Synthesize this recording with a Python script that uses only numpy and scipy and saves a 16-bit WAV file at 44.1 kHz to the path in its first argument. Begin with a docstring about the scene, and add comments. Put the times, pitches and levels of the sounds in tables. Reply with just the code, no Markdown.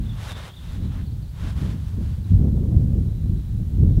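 """Low wind rumble: a breeze buffets the microphone, harder and brighter in the second half, where
single large eddies thump. A golfer twists his shoes into bunker sand: shearing grains make soft,
gritty scuffs in pairs, then small settling shifts. Small birds call and trill faintly from the
trees behind the green, which scatter the sound, over a quiet hush of air and far foliage."""
import sys
import numpy as np
from scipy import signal
from scipy.fft import rfft, irfft, next_fast_len
from scipy.io import wavfile
from scipy.ndimage import map_coordinates

SR = 44100
rng = np.random.default_rng(int(sys.argv[2]) if len(sys.argv) > 2 else 0)


def waveform_to_disk(signal):
    """Save audio, clipped to [-1, 1], as 16-bit WAV at the path in sys.argv[1]."""
    frames = np.transpose(np.atleast_2d(signal))
    scaled = np.clip(frames, -1, 1) * 32767
    samples = np.round(scaled).astype(np.int16)
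    wavfile.write(sys.argv[1], SR, samples)


N = 176400

# wind envelopes: deep rumble, gusts driving flutter and ripple (time [s], level [dB])
RUMBLE_LEVEL = [(0, -25), (.16, -28.5), (.26, -32), (.42, -35.5), (.53, -43.5), (.66, -32.5), (.78, -28.5),
                (.85, -25.5), (.91, -27), (1.0, -27.5), (1.12, -27.5), (1.36, -34), (1.44, -26),
                (1.65, -23.5), (1.78, -27.5), (2.05, -23.5), (2.28, -28), (2.33, -8), (2.41, -18),
                (2.52, -19.5), (2.68, -21.5), (2.78, -18), (3.0, -19.5), (3.19, -26.5), (3.27, -18),
                (3.37, -22), (3.43, -29), (3.5, -24.5), (3.58, -22.5), (3.71, -25), (3.83, -12.5),
                (3.92, -16.5), (4, -24)]
GUST_LEVEL = [(0, -35.5), (.13, -44), (.23, -53), (.32, -46), (.52, -57), (.7, -46), (.83, -32),
              (.93, -40.5), (1.01, -38), (1.23, -46), (1.35, -58), (1.46, -33.5), (1.54, -48), (1.6, -32.5),
              (1.7, -31), (1.88, -50.5), (2.0, -29), (2.09, -44.5), (2.28, -39), (2.43, -23), (2.52, -28),
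              (2.77, -26), (2.97, -28), (3.17, -38.5), (3.32, -32), (3.47, -49.5), (3.6, -33.5),
              (3.69, -40.5), (3.83, -24), (3.93, -30), (4, -28)]
# large, medium and smallest eddies (frequency [Hz], relative density [dB])
RUMBLE_SPECTRUM = [(12, -27), (25, -14), (45, -2.5), (70, -0.5), (105, -2.5), (160, -10), (230, -24),
                   (330, -35.5), (500, -48.5), (1000, -78), (2500, -120)]
FLUTTER_SPECTRUM = [(50, -24), (125, -2), (185, 4), (250, -4), (330, -14), (450, -29), (700, -45.5),
                    (2000, -85)]
RIPPLE_SPECTRUM = [(150, -11), (290, 4.5), (400, -0.5), (560, -9.5), (750, -19), (1100, -29.5), (1700, -46),
                   (4000, -75)]
# still air and far foliage (frequency [Hz], relative density [dB])
HUSH_SPECTRUM = [(100, 3.5), (400, 15), (800, 11.5), (1150, 7), (1480, 7.5), (2200, 3.5), (3500, 2.5),
                 (5000, 1), (9000, -0.5), (15500, -1)]
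# distant birdsong band (frequency [Hz], relative density [dB])
SONG_SPECTRUM = [(2000, -46), (2900, -4.5), (3400, -0.5), (3850, -0.5), (4200, -3.5), (4800, -15),
                 (6500, -45)]
# distant birdsong envelope (time [s], level [dB])
SONG_LEVEL = [(0, -65), (.62, -61.5), (1.1, -65.5), (1.9, -69), (2.7, -71), (3.55, -68.5), (4, -68.5)]
# shoe twists (full pressure at [s], rise [s], hold [s], release [s], level [dB], treble tilt [dB/octave])
SHOE_SCUFFS = [(0.068, 0.12, 0.098, 0.096, -54.5, -0.5), (0.303, 0.17, 0.014, 0.029, -39, 0.5),
               (0.373, 0.042, .095, 0.059, -42.5, -0.9), (0.713, 0.24, .03, 0.093, -50.5, 0.8),
               (0.839, 0.053, .02, 0.064, -54, -.5), (0.94, 0.067, 0.038, 0.087, -50.5, -2),
               (1.457, 0.13, 0.023, 0.089, -45, -0.4), (1.488, .012, 0.01, .025, -48, .5),
               (1.584, 0.041, 0.049, 0.13, -45, .1), (1.704, 0.029, .01, 0.051, -48, 0.2),
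               (1.813, 0.17, 0.1, .12, -56, 1.1), (2.045, 0.088, .06, 0.14, -55, 1),
               (2.284, 0.07, .03, 0.15, -57.5, 1)]
# sand under a sole (frequency [Hz], relative density [dB])
SAND_SPECTRUM = [(100, -19), (300, -2.5), (550, 0.5), (800, 0.5), (1050, 2), (1240, -0.5), (1450, 0),
                 (2300, -5.5), (3500, -4.5), (4300, -9), (7000, -15), (9500, -17.5), (12000, -21.5),
                 (15500, -31)]
# bird notes, and a brief, sharp tick at 2.242 s
# (time [s], length [s], start pitch [Hz], end pitch [Hz], level [dB])
NOTES_AND_TICK = [(0.053, 0.026, 3550, 3530, -55.5), (.085, 0.023, 3550, 3480, -51.5),
                  (0.098, .035, 3320, 3570, -54), (.288, .036, 3950, 3520, -43.5),
                  (0.324, .016, 3590, 3470, -48), (.35, 0.0217, 3484, 3800, -46),
                  (0.494, 0.023, 3080, 3350, -55), (0.531, 0.017, 3130, 3700, -52),
                  (0.562, 0.021, 3900, 3340, -49.5), (0.579, 0.023, 3390, 3520, -54),
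                  (.625, .025, 3730, 3900, -57), (0.682, .03, 3570, 3840, -56),
                  (1.053, .042, 5050, 3740, -62), (1.10, 0.047, 4250, 5000, -68),
                  (1.213, .042, 5100, 3690, -63), (1.27, .04, 4300, 5050, -68),
                  (2.242, 0.0071, 4340, 3400, -54.5), (3.953, 0.041, 5400, 5870, -66)]
# far trills (time [s], length [s], pitch [Hz], level [dB])
BIRD_TRILLS = [(.6, 0.36, 3870, -66.5), (1.78, .6, 4530, -73), (2.93, .72, 3940, -70)]
# single large eddies (centre time [s], main frequency [Hz], peak [dB])
EDDY_THUMPS = [(2.396, 55, -12), (2.77, 65, -6), (3.833, 65, -12.5), (3.975, 60.7, -6.5)]

TIME_S = np.arange(N) / SR


def amp(db):
    """Decibels to gain."""
    return 10 ** (np.asarray(db) / 20)


def unit(x):
    """Scale to rms 1."""
    return x / np.sqrt(np.mean(x ** 2) + 1e-20)


def curve(rows):
    """(time [s], value) points to one value per sample."""
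    return np.interp(TIME_S, *np.transpose(rows))


def wobble(rate_hz):
    """Smooth random curve, rate_hz knots a second."""
    knots = rng.standard_normal(int(N * rate_hz / SR) + 4)
    return map_coordinates(knots, [TIME_S * rate_hz])


def filtered(x, response):
    """Apply the gain response(hz)."""
    size = next_fast_len(N + SR // 2)
    return irfft(rfft(x, size) * response(np.fft.rfftfreq(size, 1 / SR)), size)[:N]


def coloured(x, spectrum, tilt_db_per_oct=0, pivot_hz=1800):
    """Shape x by a spectrum, tilted above the pivot; rms 1."""
    knot_hz, knot_db = np.transpose(spectrum)

    def response(hz):
        shape_db = np.interp(np.log(hz + 1), np.log(knot_hz), knot_db)
        octaves = np.log2(np.maximum(hz / pivot_hz, 1))
        return amp(shape_db + tilt_db_per_oct * octaves)
    return unit(filtered(x, response))


def noise(spectrum):
    """Coloured noise, rms 1."""
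    return coloured(rng.standard_normal(N), spectrum)


def eddies(spectrum, even_s):
    """Turbulent pressure, even in strength over spans longer than even_s."""
    pressure = noise(spectrum)
    window = signal.windows.hann(int(even_s * SR) + 3)
    local_power = signal.fftconvolve(pressure ** 2, window / window.sum(), 'same')
    return unit(pressure / np.sqrt(np.abs(local_power) + 1e-6))


def wind(strong_gust_db=-28.5, ripple_growth=1.18):
    """Eddies hit the microphone; the smallest come in bursts and grow fastest with the gusts."""
    gust_db = curve(GUST_LEVEL)
    lumps = wobble(55)
    burst_db = 2.8 * wobble(110)
    ripple_db = strong_gust_db - 13 + ripple_growth * (gust_db - strong_gust_db)
    rumble = amp(curve(RUMBLE_LEVEL) + 0.5 + 0.79 * lumps) * eddies(RUMBLE_SPECTRUM, even_s=0.088)
    flutter = amp(gust_db + 1.36 * lumps) * eddies(FLUTTER_SPECTRUM, even_s=0.062)
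    ripple = amp(ripple_db + 1.9 * lumps + burst_db) * eddies(RIPPLE_SPECTRUM, even_s=0.052)
    return rumble + flutter + ripple


def hush(level_db=-57):
    """Still air and far foliage: steady broadband noise."""
    return amp(level_db) * noise(HUSH_SPECTRUM)


def distant_song():
    """Far birdsong, smeared by the wood into a flickering noise band."""
    return amp(curve(SONG_LEVEL) + 1.24 * wobble(22.2)) * noise(SONG_SPECTRUM)


def shoe_scuffs(grains_per_s=2500, grain_spread_db=2, grain_share=0.39, slip_db=0.4):
    """Each twist shears sand grains; pressure builds, holds with small slips, lets go."""
    out = np.zeros(N)
    for full_s, rise_s, hold_s, release_s, level_db, tilt_db_per_oct in SHOE_SCUFFS:
        before = np.maximum(full_s - TIME_S, 0) / rise_s
        after = np.maximum(TIME_S - full_s - hold_s, 0) / release_s
        pressure_db = -20 * (before ** 2 + after ** 2)
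        hits = rng.random(N) < grains_per_s / SR
        grains = hits * rng.standard_normal(N) * amp(grain_spread_db * rng.standard_normal(N))
        grit = np.sqrt(grain_share) * unit(grains) + np.sqrt(1 - grain_share) * rng.standard_normal(N)
        envelope = amp(level_db + pressure_db + slip_db * wobble(90))
        out += envelope * coloured(grit, SAND_SPECTRUM, tilt_db_per_oct)
    return out


def bird_notes_and_tick(waver=0.024):
    """Short sine glides: bird notes, except the 7 ms one, heard as a brief, sharp tick."""
    out = np.zeros(N + SR)
    for start_s, length_s, start_hz, end_hz, level_db in NOTES_AND_TICK:
        n = int(length_s * SR)
        progress = np.linspace(0, 1, n)
        glide_hz = start_hz + (end_hz - start_hz) * progress
        phase = 2 * np.pi * np.cumsum(glide_hz * (1 + waver * wobble(230)[:n])) / SR
        envelope = amp(level_db) * np.sqrt(2) * np.sin(np.pi * progress)
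        out[int(start_s * SR):][:n] += envelope * np.sin(phase)
    return out[:N]


def tree_echo(calls, t60_s=0.71, level_db=-2.5):
    """Trees scatter the calls into a decaying tail."""
    tail = rng.standard_normal(SR) * amp(-60 * TIME_S[:SR] / t60_s)
    return amp(level_db) * signal.fftconvolve(calls, tail / np.linalg.norm(tail))[:N]


def bird_trills(notes_per_s=10, waver=0.028):
    """Far birds each repeat one thin, wavering note."""
    out = np.zeros(N)
    for start_s, length_s, pitch_hz, level_db in BIRD_TRILLS:
        age_s = TIME_S - start_s
        swell = np.sqrt(np.abs(np.sin(np.pi * np.clip(age_s / length_s, 0, 1))))
        pulses = 1 - np.cos(2 * np.pi * notes_per_s * age_s) / 2
        phase = 2 * np.pi * np.cumsum(pitch_hz * (1 + waver * wobble(400))) / SR
        out += amp(level_db + 2.5 * wobble(150)) * swell * pulses * np.sin(phase)
    return out


def eddy_thumps():
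    """A large eddy sucks, then pushes, once as it passes the microphone."""
    out = np.zeros(N)
    for centre_s, main_hz, peak_db in EDDY_THUMPS:
        passage = 2 * np.pi * main_hz * (TIME_S - centre_s)
        out += amp(peak_db) * passage * np.exp((1 - passage ** 2) / 2)
    return out


def scene():
    """Wind, shoes and birds over the hush; mono."""
    buffeting = wind() + eddy_thumps()
    scuffs = shoe_scuffs()
    calls = bird_trills() + bird_notes_and_tick()
    birds = calls + tree_echo(calls) + distant_song()
    return (buffeting + scuffs + birds + hush())[None]


def record(dry, band_limit_hz=15800, fade_s=0.003):
    """Brief end fade, then the recorder's band limit."""
    fade = np.minimum(TIME_S[::-1] / fade_s, 1)
    return np.array([filtered(x * fade, lambda hz: hz < band_limit_hz) for x in dry])


dry = scene()
out = record(dry)
waveform_to_disk(out)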